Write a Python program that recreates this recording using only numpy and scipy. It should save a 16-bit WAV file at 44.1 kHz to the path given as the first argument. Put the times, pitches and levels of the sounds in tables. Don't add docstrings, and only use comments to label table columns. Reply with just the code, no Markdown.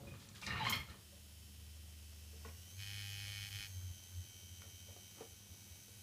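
import sys
import numpy as np
from scipy import signal
from scipy.fft import rfft, irfft
from scipy.io import wavfile

SR = 44100
rng = np.random.default_rng(int(sys.argv[2]) if len(sys.argv) > 2 else 0)


def unload_wav(signal):
    wavfile.write(
        sys.argv[1],
        SR,
        np.round(np.clip(np.atleast_2d(signal).T, -1, 1) * 32767).astype(np.int16),
    )


def volts(x):
    e = np.asarray(x, float) / 20
    return 10 ** e


N = 265828
CLAMP_SAMPLES = int(1.4 * SR)

# frequency in Hz, level in dB.
HISS_TONE = [(65, -10), (110, -3.5), (150, -11), (205, -13.5), (279, -23), (945, -35), (2250, -23.5),
             (3070, -20.5), (3620, -21), (5370, -23), (6880, -22.5), (14500, -26.5), (15400, -22.5)]
# frequency in Hz, rms level in dB.
MAINS_HUM = [
    (100, -67.5),
    (200, -73.5),
]
# middle in seconds, peak in dB, half length in seconds.
HAND_SHIFTS = [
    (2.47, -65, 0.052),
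    (5.22, -55, 0.023),
]
# middle in seconds, peak in dB, half length in seconds.
HAND_SQUEEZES = [(.9, -50.5, 0.025), (2.8, -51, 0.025), (3.56, -51, 0.036), (3.72, -57, 0.039),
                 (3.78, -45, 0.024), (3.86, -47, 0.039), (3.91, -45.5, 0.01), (4.185, -44.5, 0.037),
                 (4.52, -62.5, 0.087), (5.33, -54.5, 0.012), (5.515, -53.5, 0.015), (5.72, -51, 0.013),
                 (6.0, -66, 0.029)]
# middle in seconds, peak in dB, half length in seconds, lowest Hz, highest Hz.
CLOTH_SCUFFS = [(0.01, -60, 0.034, 200, 790), (0.086, -61, 0.014, 800, 4200),
                (0.151, -56, 0.0023, 496, 3200), (0.22, -70, .022, 900, 3000),
                (0.36, -59, .008, 1500, 4550), (0.912, -64, 0.013, 890, 2630),
                (0.938, -71, 0.092, 294, 576), (2.483, -68, 0.023, 1800, 2770),
                (4.635, -72, 0.041, 342, 634), (4.89, -69, 0.02, 350, 920), (4.892, -75, 0.01, 1190, 2100),
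                (5.03, -83, 0.022, 400, 900), (5.16, -74, 0.014, 960, 1750), (5.184, -62, 0.023, 220, 1220),
                (5.275, -86, .03, 330, 645), (5.483, -79, 0.046, 347, 686), (5.526, -69, .01, 2800, 4500)]
# start in seconds, peak in dB, pitch in Hz, ring T60 in seconds.
SOFT_BUMPS = [(.068, -41, 123.6, 0.14), (0.115, -44, 121, 0.38), (.505, -37, 113, 0.23),
              (.05, -45.5, 123, 0.19), (.47, -45.5, 193, 0.22), (.59, -45.5, 178, 0.23),
              (.63, -42, 114, .25), (.675, -40, 235, 0.15), (.7, -46, 200, 0.14), (.74, -49, 246, 0.27),
              (0.788, -40.5, 76.5, 0.18), (3.81, -59, 1526, 0.14), (4.12, -64, 1515, 0.19),
              (4.963, -51.5, 377, 0.048), (.886, -45.5, 1330, 0.043), (1.119, -58.5, 579, 0.22),
              (2.331, -55, 450, 0.13), (2.451, -46.5, 460, 0.18), (2.448, -43.5, 1104, 0.053),
              (2.451, -52, 1470, 0.053), (2.45, -48, 1900, 0.036), (2.469, -51, 245, 0.11),
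              (3.27, -60.5, 510, 0.31), (4.619, -44.5, 1420, 0.02), (4.618, -48, 2240, 0.031),
              (4.616, -59, 1850, 0.026), (4.888, -56, 483, 0.066), (4.963, -44.5, 724, 0.021),
              (5.207, -41.5, 455, 0.1), (5.207, -46.5, 755, 0.076), (5.318, -64, 433, 0.074),
              (5.541, -62, 378, 0.068), (5.619, -55, 276, 0.047), (5.88, -59, 467, 0.13)]
# frequency in Hz, width in Hz, level in dB.
BENCH_MODES = [(73.6, 25, -3.5), (120.5, 15.4, 3.5), (173.6, 31, -4), (200, 43, -5.5), (290, 190, -15),
               (510, 220, -17.5)]
# start in seconds, hold in seconds, grit level in dB, fizz level in dB.
CLAMP_STROKES = [
    (0.068, 0.37, -64, -98),
    (0.19, 0.054, -77, -64),
    (0.354, 0.021, -72, -60),
    (0.413, 0.042, -53, -55.5),
    (0.47, 0.076, -38.5, -78),
    (0.558, 0.12, -39.5, -78),
    (0.653, 0.031, -43.5, -55),
    (0.693, 0.0034, -67, -54),
    (0.722, 0.01, -38, -64),
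    (0.871, 0.041, -56, -70),
]
# frequency in Hz, width in Hz, level in dB.
CLAMP_MODES = [(655, 13, -5), (910, 15, 3.5), (1190, 156, 8.5), (1800, 110, 3.5), (2190, 62, 5),
               (2424, 22, 5), (2800, 18, 7.5), (3080, 25, -26), (3300, 21, -30), (3850, 61, 2.5),
               (4260, 23, -7), (5330, 18, -30)]
# start in seconds, level in dB.
SPRING_SNAPS = [
    (0.698, -39.5),
    (.7075, -45),
    (0.7533, -48.5),
    (0.799, -55),
]
# start in seconds, length in seconds, slips per second, strongest Hz, level in dB.
SLIP_SQUEAKS = [(0.071, 0.02, 2440, 2530, -60.5), (0.112, 0.02, 2490, 2500, -63.5),
                (0.343, 0.018, 1640, 1540, -66.5), (.432, 0.014, 2360, 2450, -51.5),
                (0.474, 0.051, 1030, 4120, -56), (0.424, .02, 2700, 2750, -56),
                (0.464, 0.0086, 940, 1830, -45), (0.504, 0.014, 920, 1810, -41.5),
                (0.517, 0.036, 930, 2810, -53.5), (.55, 0.023, 1130, 1130, -46.5),
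                (0.594, 0.038, 985, 3950, -53.5), (0.605, 0.032, 885, 880, -40),
                (0.627, 0.026, 1035, 3050, -47), (0.65, 0.05, 1040, 3450, -45.5),
                (0.665, 0.014, 1068, 1580, -36), (0.681, 0.014, 1040, 3300, -43),
                (0.7228, 0.023, 1074, 2200, -35), (0.734, 0.023, 1700, 3450, -55),
                (0.743, 0.052, 1078, 3200, -52), (0.725, 0.033, 1068, 4200, -48.5),
                (0.748, 0.018, 1300, 1085, -52.5), (0.802, 0.021, 1075, 2170, -50),
                (0.867, 0.049, 1030, 2700, -71), (0.891, 0.015, 1040, 4230, -62)]
# start in seconds, peak in dB, highest Hz.
CLAMP_TICKS = [(0.2878, -27.5, 6960), (0.2884, -50, 14700), (0.35, -29.5, 8400), (0.415, -23, 5200),
               (0.416, -28, 6450), (0.4649, -9.5, 5400), (0.466, -27.5, 9000), (0.5965, -25, 6000),
               (.6438, -23, 6500), (.6702, -31, 6500), (0.6963, -10, 7300), (0.7096, -20, 7950),
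               (0.7256, -34, 5500), (0.7744, -24, 6500)]
# time in seconds, speed in turns per second.
SHAFT_SPEED = [(0.93, 76.8), (1.194, 76.7), (1.25, 76.3), (1.916, 77.0), (1.982, 76.2), (2.45, 76.95),
               (2.49, 79.9), (2.7, 86.8), (2.81, 99.0), (2.97, 101.6), (3.08, 99.7), (3.36, 101.7),
               (3.53, 100.3), (3.62, 102.7), (3.73, 92.3), (3.775, 90.8), (3.83, 92.4), (3.88, 89.6),
               (3.99, 86.8), (4.13, 90.4), (4.27, 87.2), (4.45, 86.9), (5.24, 86.95), (5.296, 87.45),
               (5.414, 87.5), (5.516, 86.8), (5.722, 87.05), (5.83, 87.7), (6.03, 87.5)]
# time in seconds, level in dB.
HAND_SHAKE = [(0.95, -81), (1.05, -63), (1.7, -55), (2.15, -56.5), (2.5, -52.5), (2.7, -61), (2.9, -51.5),
              (3.44, -53), (3.5, -59.5), (4.05, -61.5), (4.35, -66), (4.92, -60), (5.05, -76), (6.03, -72)]
# time in seconds, level in dB, unevenness from 0 to 1.
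CAM_KNOCK = [(2.775, -68, 0.2), (2.8, -53.5, 0.2), (2.83, -53.5, 0.36), (2.848, -57, 0.4),
             (2.865, -52.5, 0.3), (2.95, -52, 0.27), (3.1, -52.5, 0), (3.3, -51.5, 0.21), (3.4, -51, 0.35),
             (3.468, -51.5, 0.55), (3.49, -56, 0.14), (3.498, -66, 0), (3.507, -55, 0.1),
             (3.522, -51.5, 0.56), (3.614, -50, 0.42), (3.67, -54.5, 0), (3.684, -83, 0.3), (3.7, -83, 0.1)]
# frequency in Hz, width in Hz, lift in dB.
FRAME_STAGES = [(1654, 224, 18), (1850, 96, 9), (2240, 27, 11.5), (2500, 53, 14.5), (2630, 80, -5),
                (2700, 30, 12.5), (3060, 215, 20.5), (3260, 79, -22), (3750, 83, 13.5), (4230, 150, 4),
                (4620, 410, 9), (5180, 150, 7), (5600, 70, 12), (6060, 630, 8), (8400, 1600, -22),
                (9700, 1500, 11.5), (11200, 880, 11.5)]
# time in seconds, level in dB, turn of the housing from near face -1 to far face 1,
# level in dB of the ring left free by the thumb.
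COMMUTATOR_WHINE = [(.9, -80, -2, 11), (1.05, -71.5, 0.081, 3), (1.4, -72, -0.58, 6),
                    (2.4, -68.5, 1.3, 0.5), (2.6, -66.5, 0.87, 0.5), (2.76, -66, 1.3, -2),
                    (2.82, -62.5, 0.58, -2), (3.62, -61, 0.81, -26), (3.7, -64, 1.4, 0),
                    (3.9, -67, 1.37, 0.5), (4.85, -67, 1.1, -0.3), (5.25, -67, 0.94, -2.5),
                    (5.42, -70.5, 1.6, -1), (5.55, -68, 0.9, -10.5), (5.7, -66.5, 0.79, -6.5),
                    (5.85, -67.5, 1.2, -8.5), (5.93, -67, -0.018, -5), (6.03, -67, -0.085, -4.5)]
STRONG_ORDER_NUMBERS = [9, 26, 29, 31, 34, 35, 36, 37, 40, 42, 44, 54, 56, 62, 64, 66, 68, 69, 71, 72, 77,
                        78, 82, 84, 86, 89, 94, 104, 109, 115, 116, 117, 138, 142, 146, 25, 47, 55, 61, 63,
                        65, 73, 80, 87, 90, 93, 95, 99, 102, 108, 111, 113, 122, 127, 136]
STRONG_ORDER_LIFTS = [17.5, 4.5, 9.5, -1, 14.5, 8, 14, 4, 13.5, 5, 16, 1, 1, -3, 2, 11, 0, 15, 11.5, 6.5, 7,
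                      -13, 7, 1, 3, 3.5, 6, 3, -4, -7, 9, 5.5, 6, 15, -6, 10, 10, 1, 4, 1.5, 7.5, 1, -4, 9,
                      5.5, 3.5, 4, 1, 8, -3, 2, 4, 18, 3, 3]
# frequency in Hz, width in Hz, level in dB.
HOUSING_MODES = [(820, 65, -21.5), (1500, 71, -5.5), (1954, 20, 0), (2265, 18, -2), (2557, 120, -6),
                 (2810, 77, -4.5), (3848, 290, -11), (4690, 450, -6)]
# frequency in Hz, width in Hz, level in dB.
THUMB_MODES = [(3107, 92, -0.7)]
# frequency in Hz, width in Hz, level in dB.
NEAR_FACE_MODES = [(4990, 120, 7), (5423, 100, 5.5), (6570, 150, 8.5), (7270, 200, -10), (8950, 200, 1.5),
                   (10900, 360, 3), (13300, 600, 0)]
# frequency in Hz, width in Hz, level in dB.
FAR_FACE_MODES = [(5680, 540, -5.5), (5960, 140, -9.5), (6310, 410, -1), (7780, 200, -7.5),
                  (9400, 170, -25), (9430, 110, -14), (10240, 300, -16.5), (13200, 1100, -17),
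                  (13900, 900, -10)]


def seconds():
    return np.arange(N) / SR


def curve(rows, off=-120):
    s, *columns = np.transpose(rows)
    return [np.interp(seconds(), s, c, off, c[-1] if s[-1] > 6 else off) for c in columns]


def unit(x):
    return x / np.sqrt(np.mean(x ** 2) + 1e-20)


def noise():
    return rng.standard_normal(N)


def band(x, low_hz, high_hz, order=2):
    edges = [low_hz, min(high_hz, .45 * SR)]
    return signal.sosfilt(signal.butter(order, edges, "band", fs=SR, output="sos"), x)


def resonate(x, modes, widen=1, count=1):
    out = 0
    for k, (hz, width, db) in enumerate(modes):
        r = np.exp(-np.pi * width * widen / SR)
        poles = [1, -2 * r * np.cos(2 * np.pi * hz / SR), r * r]
        ring = x + 1e-18
        for _ in range(count):
            ring = signal.lfilter([(1 - r * r) / 2, 0, (r * r - 1) / 2], poles, ring)
        out = out + (-1) ** k * volts(db) * ring
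    return out


def drift(hz):
    return unit(band(noise(), hz / 8, hz, order=1))


def grains(per_s, spread_db):
    hits = rng.random(N) < per_s / SR
    size = volts(spread_db * np.minimum(rng.exponential(1, N), 4))
    return hits * size * rng.choice([-1, 1], N)


def lumps(rows):
    t = seconds()
    return sum(volts(db) * np.exp(-np.minimum(((t - s) / half) ** 2, 20)) for s, db, half in rows)


def stroke(s, hold, db, fall_db_per_s, attack=0.0017):
    t = np.arange(CLAMP_SAMPLES) / SR - s
    fall_db = fall_db_per_s * np.clip(t - hold, 0, .5)
    return np.pad(np.clip(t / attack, 0, 1) * volts(db - fall_db), (0, N - len(t)))


def room_hiss():
    hz = np.fft.rfftfreq(N, 1 / SR)[1:]
    points = np.array(HISS_TONE)
    shape = volts(np.interp(np.log(hz), np.log(points[:, 0]), points[:, 1]))
    return volts(-62) * unit(irfft(rfft(noise()) * np.r_[0, shape], N))


def mains_hum():
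    return sum(volts(db + 2.0 + 2.6 * drift(9.4)) * np.cos(2 * np.pi * hz * seconds()) for hz, db in MAINS_HUM)


def handling():
    shaken = volts(-89) + volts(-19) * lumps(HAND_SQUEEZES) + volts(-11 + curve(CAM_KNOCK)[0])
    rubbed = volts(-67) * np.clip(seconds() / 0.63, 0, 1) + lumps(HAND_SHIFTS)
    deep = shaken * volts(2.0 * drift(23.0)) * unit(band(noise(), 30, 108, order=3))
    rustle = rubbed * volts(-6 + 2.0 * drift(38)) * unit(band(noise(), 82, 407, order=1))
    return deep + rustle


def scuffs():
    rough = noise() * volts(4.5 * drift(57))
    out = 0
    for s, db, half, low_hz, high_hz in CLOTH_SCUFFS:
        out = out + lumps([(s, db, half)]) * unit(band(rough, low_hz, high_hz))
    return out


def bumps():
    size, padded_below_hz = 8000, 240
    out, t = np.zeros(N + size), np.arange(size) / SR
    for s, db, hz, t60 in SOFT_BUMPS:
        body_noise, crack_noise = rng.standard_normal((2, size))
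        body = np.sin(2 * np.pi * hz * t) + .4 * unit(band(body_noise, hz * .75, hz * 1.3, order=1))
        body *= volts(-60 * t / t60) * np.minimum(t / .0015, 1)
        crack_db = -40 if hz < padded_below_hz else -11.5
        crack = unit(band(crack_noise, 190, np.clip(1.5 * hz, 900, 2600)))
        crack *= volts(crack_db - 60 * t / (0.22 * t60))
        out[int(s * SR):][:size] += volts(db - 5.0) * (body + crack)
    return out[:N]


def bench_thud(press):
    settling = volts(-52 - 100 * seconds())
    thud = volts(-50) * (press / press.max()) ** 0.49 + settling
    return thud * unit(resonate(noise(), BENCH_MODES) * volts(0.34 * drift(21)))


def clamp_scrape(press):
    grit = (grains(3500, 2.9) * volts(1.6 * drift(110)))[:CLAMP_SAMPLES]
    rings = 0
    for mode in CLAMP_MODES:
        rings = rings + resonate(grit * volts(7.4 * drift(17.8)[:CLAMP_SAMPLES]), [mode], widen=2.6)
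    scrape = unit(band(rings + volts(-12) * grit, 696, 3800))
    return volts(-8.0) * press * np.pad(scrape, (0, N - CLAMP_SAMPLES))


def fizz_and_snaps():
    fizz = sum(stroke(s, hold, db, 300) for s, hold, _, db in CLAMP_STROKES)
    snap = sum(stroke(s, 0.0029, db, 1500, attack=0.0012) for s, db in SPRING_SNAPS)
    dust = grains(6200, 0.49)
    return volts(-3.5) * fizz * unit(band(dust, 3200, 5900, order=1)) + snap * unit(band(dust, 10000, 20500))


def squeaks():
    out = np.zeros(N)
    for s, length, hz, top_hz, db in SLIP_SQUEAKS:
        spread_octaves = 0.24 + 0.25 * max(db + 37.5, 0)
        t = np.arange(int(length * SR)) / SR
        wander = np.cumsum(rng.normal(0, .03, 4000))[:len(t)]
        phase = 2 * np.pi * hz * t + wander
        tone = 0
        for k in range(1, 6):
            octaves_away = np.log2(k * hz / top_hz)
            tone = tone + volts(-6 * (octaves_away / spread_octaves) ** 2) * np.sin(k * phase)
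        swell = np.minimum(t / 0.0024, 1) * (1 - t / length) ** 0.21
        out[int(s * SR):][:len(t)] += volts(db) * unit(tone) * swell
    return out


def ticks():
    out, size = np.zeros(N), 900
    fade = np.exp(-np.arange(size) / (0.0046 * SR))
    for s, db, top_hz in CLAMP_TICKS:
        crack = band(rng.standard_normal(size), min(3700, top_hz / 1.3), top_hz) * fade
        out[int(s * SR):][:size] += volts(db - 20) * crack
    return out


def clamp():
    press = sum(stroke(s, hold, db, 256) for s, hold, db, _ in CLAMP_STROKES)
    return clamp_scrape(press) + fizz_and_snaps() + bench_thud(press) + squeaks() + ticks()


def shaft_turns():
    s, speed = np.transpose(SHAFT_SPEED)
    return np.cumsum(np.interp(seconds(), s, speed)) / SR


def shake(turn):
    since = seconds() - 4.285
    pulsing = 1 + .6 * (since > 0) * np.cos(2 * np.pi * 12.9 * since)
    passed_on = volts(curve(HAND_SHAKE)[0]) * pulsing + lumps(HAND_SQUEEZES)
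    return volts(3.0) * passed_on * np.cos(2 * np.pi * (turn - 0.016))


def cam_blows(turn, uneven):
    count = np.arange(np.ceil(turn[-1]) - 1)
    at = np.interp(count + .085, turn, np.arange(N - 0.))
    chance = rng.standard_normal((len(at), 2)) * np.clip(uneven[at.astype(int)], 0, 1)[:, None]
    at = np.clip(at + 8 * chance[:, 0], 0, N - 2)
    blows, size = np.zeros(N), volts(3.2 * chance[:, 1])
    blows[at.astype(int)] = size * (1 - at % 1)
    blows[at.astype(int) + 1] = size * (at % 1)
    return blows


def loose_parts(blows):
    rattle = signal.lfilter([1], [1, -np.exp(-1 / (.004 * SR))], blows) * noise()
    chatter = rng.standard_normal((2, 400)) * np.exp(-np.arange(400) / (.002 * SR))
    grip = np.clip(.5 + .2 * drift(4), 0, 1)
    repeats = 0
    for share, kernel in zip((grip, 1 - grip), chatter):
        repeats = repeats + signal.fftconvolve(blows * share, kernel)[:N]
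    return .03 * repeats + .02 * rattle


def knock(turn):
    level_db, uneven = curve(CAM_KNOCK)
    blows = cam_blows(turn, uneven)
    sound = band(loose_parts(blows) - blows, 1030, 7600)
    for hz, width, db in FRAME_STAGES:
        sound = sound + (volts(db) - 1) * resonate(sound, [(hz, width, 0)])
    longer_path_m = .327
    echo = np.roll(band(sound, 1900, 9000, order=1), int(longer_path_m / 343 * SR))
    sound = unit(band(sound + volts(-2.5) * echo, 1180, 22000))
    keep = np.exp(-1 / (0.035 * SR))
    singing = signal.lfilter([1 - keep], [1, -keep], volts(level_db - 21))
    return volts(level_db) * sound + singing * np.sin(2 * np.pi * 8 * turn)


def brush_contacts(turn):
    orders = volts(rng.normal(0, 2.5, 2049)) * (np.arange(2049) < 180)
    strong = orders.copy()
    strong[STRONG_ORDER_NUMBERS] = volts(np.array(STRONG_ORDER_LIFTS))
    lag = .65 * rng.random(2049)
    lag[33:38] = 0
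    patterns = irfft(np.array([orders, strong - orders]) * np.exp(2j * np.pi * lag))
    size = patterns.shape[1]
    working_speed, speed_range = 87, 7
    settled = np.clip(1 - np.abs(np.gradient(turn) * SR - working_speed) / speed_range, 0.55, 1)
    turn = turn + .0013 * drift(3)
    turn = turn + .3
    even, uneven = (np.interp(turn % 1 * size, np.arange(size), p, period=size) for p in patterns)
    source = unit(even + settled * uneven) * volts(1.0 * drift(34))
    return (source + .2 * noise()) * (1 + .3 * np.cos(2 * np.pi * turn))


def whine(turn):
    source = brush_contacts(turn)
    level_db, facing, free_db = curve(COMMUTATOR_WHINE)
    housing = unit(resonate(source, HOUSING_MODES) + volts(free_db) * resonate(source, THUMB_MODES))
    near = unit(resonate(source, NEAR_FACE_MODES, count=2))
    far = unit(resonate(source, FAR_FACE_MODES, count=2))
    swing_db = 4.5 * np.clip(facing, -3, 3)
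    faces = volts(-2 - swing_db) * near + volts(-4 + swing_db) * far
    hiss = volts(0.5) * unit(band(noise(), 5000, 16000, order=1))
    lines = volts(-7.5) * unit(band(source, 6700, 13500))
    return volts(level_db) * (hiss + lines + housing + faces)


def room(x):
    t = np.arange(int(.4 * SR)) / SR
    t60_s = 0.28
    tail = band(rng.standard_normal(len(t)), 87, 13100, order=1) * volts(-60 * t / t60_s) * (t > .004)
    return signal.fftconvolve(x, tail / np.sqrt(np.sum(tail ** 2)))[:N]


def scene():
    turn = shaft_turns()
    cam = knock(turn)
    hands = clamp() + bumps() + scuffs()
    wet = volts(-4.5) * room(hands + .4 * cam)
    motor = cam + whine(turn) + shake(turn)
    background = room_hiss() + mains_hum() + handling()
    return (motor + hands + wet + background)[None]


def roll_off(x):
    return signal.sosfilt(signal.butter(12, 15320, fs=SR, output="sos"), x)


def record(dry):
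    mix = signal.sosfilt(signal.butter(2, 34, "high", fs=SR, output="sos"), dry)
    mix = signal.sosfilt(signal.cheby2(12, 50, 16000, fs=SR, output="sos"), mix)
    return roll_off(mix)


dry = scene()
out = record(dry)
unload_wav(out)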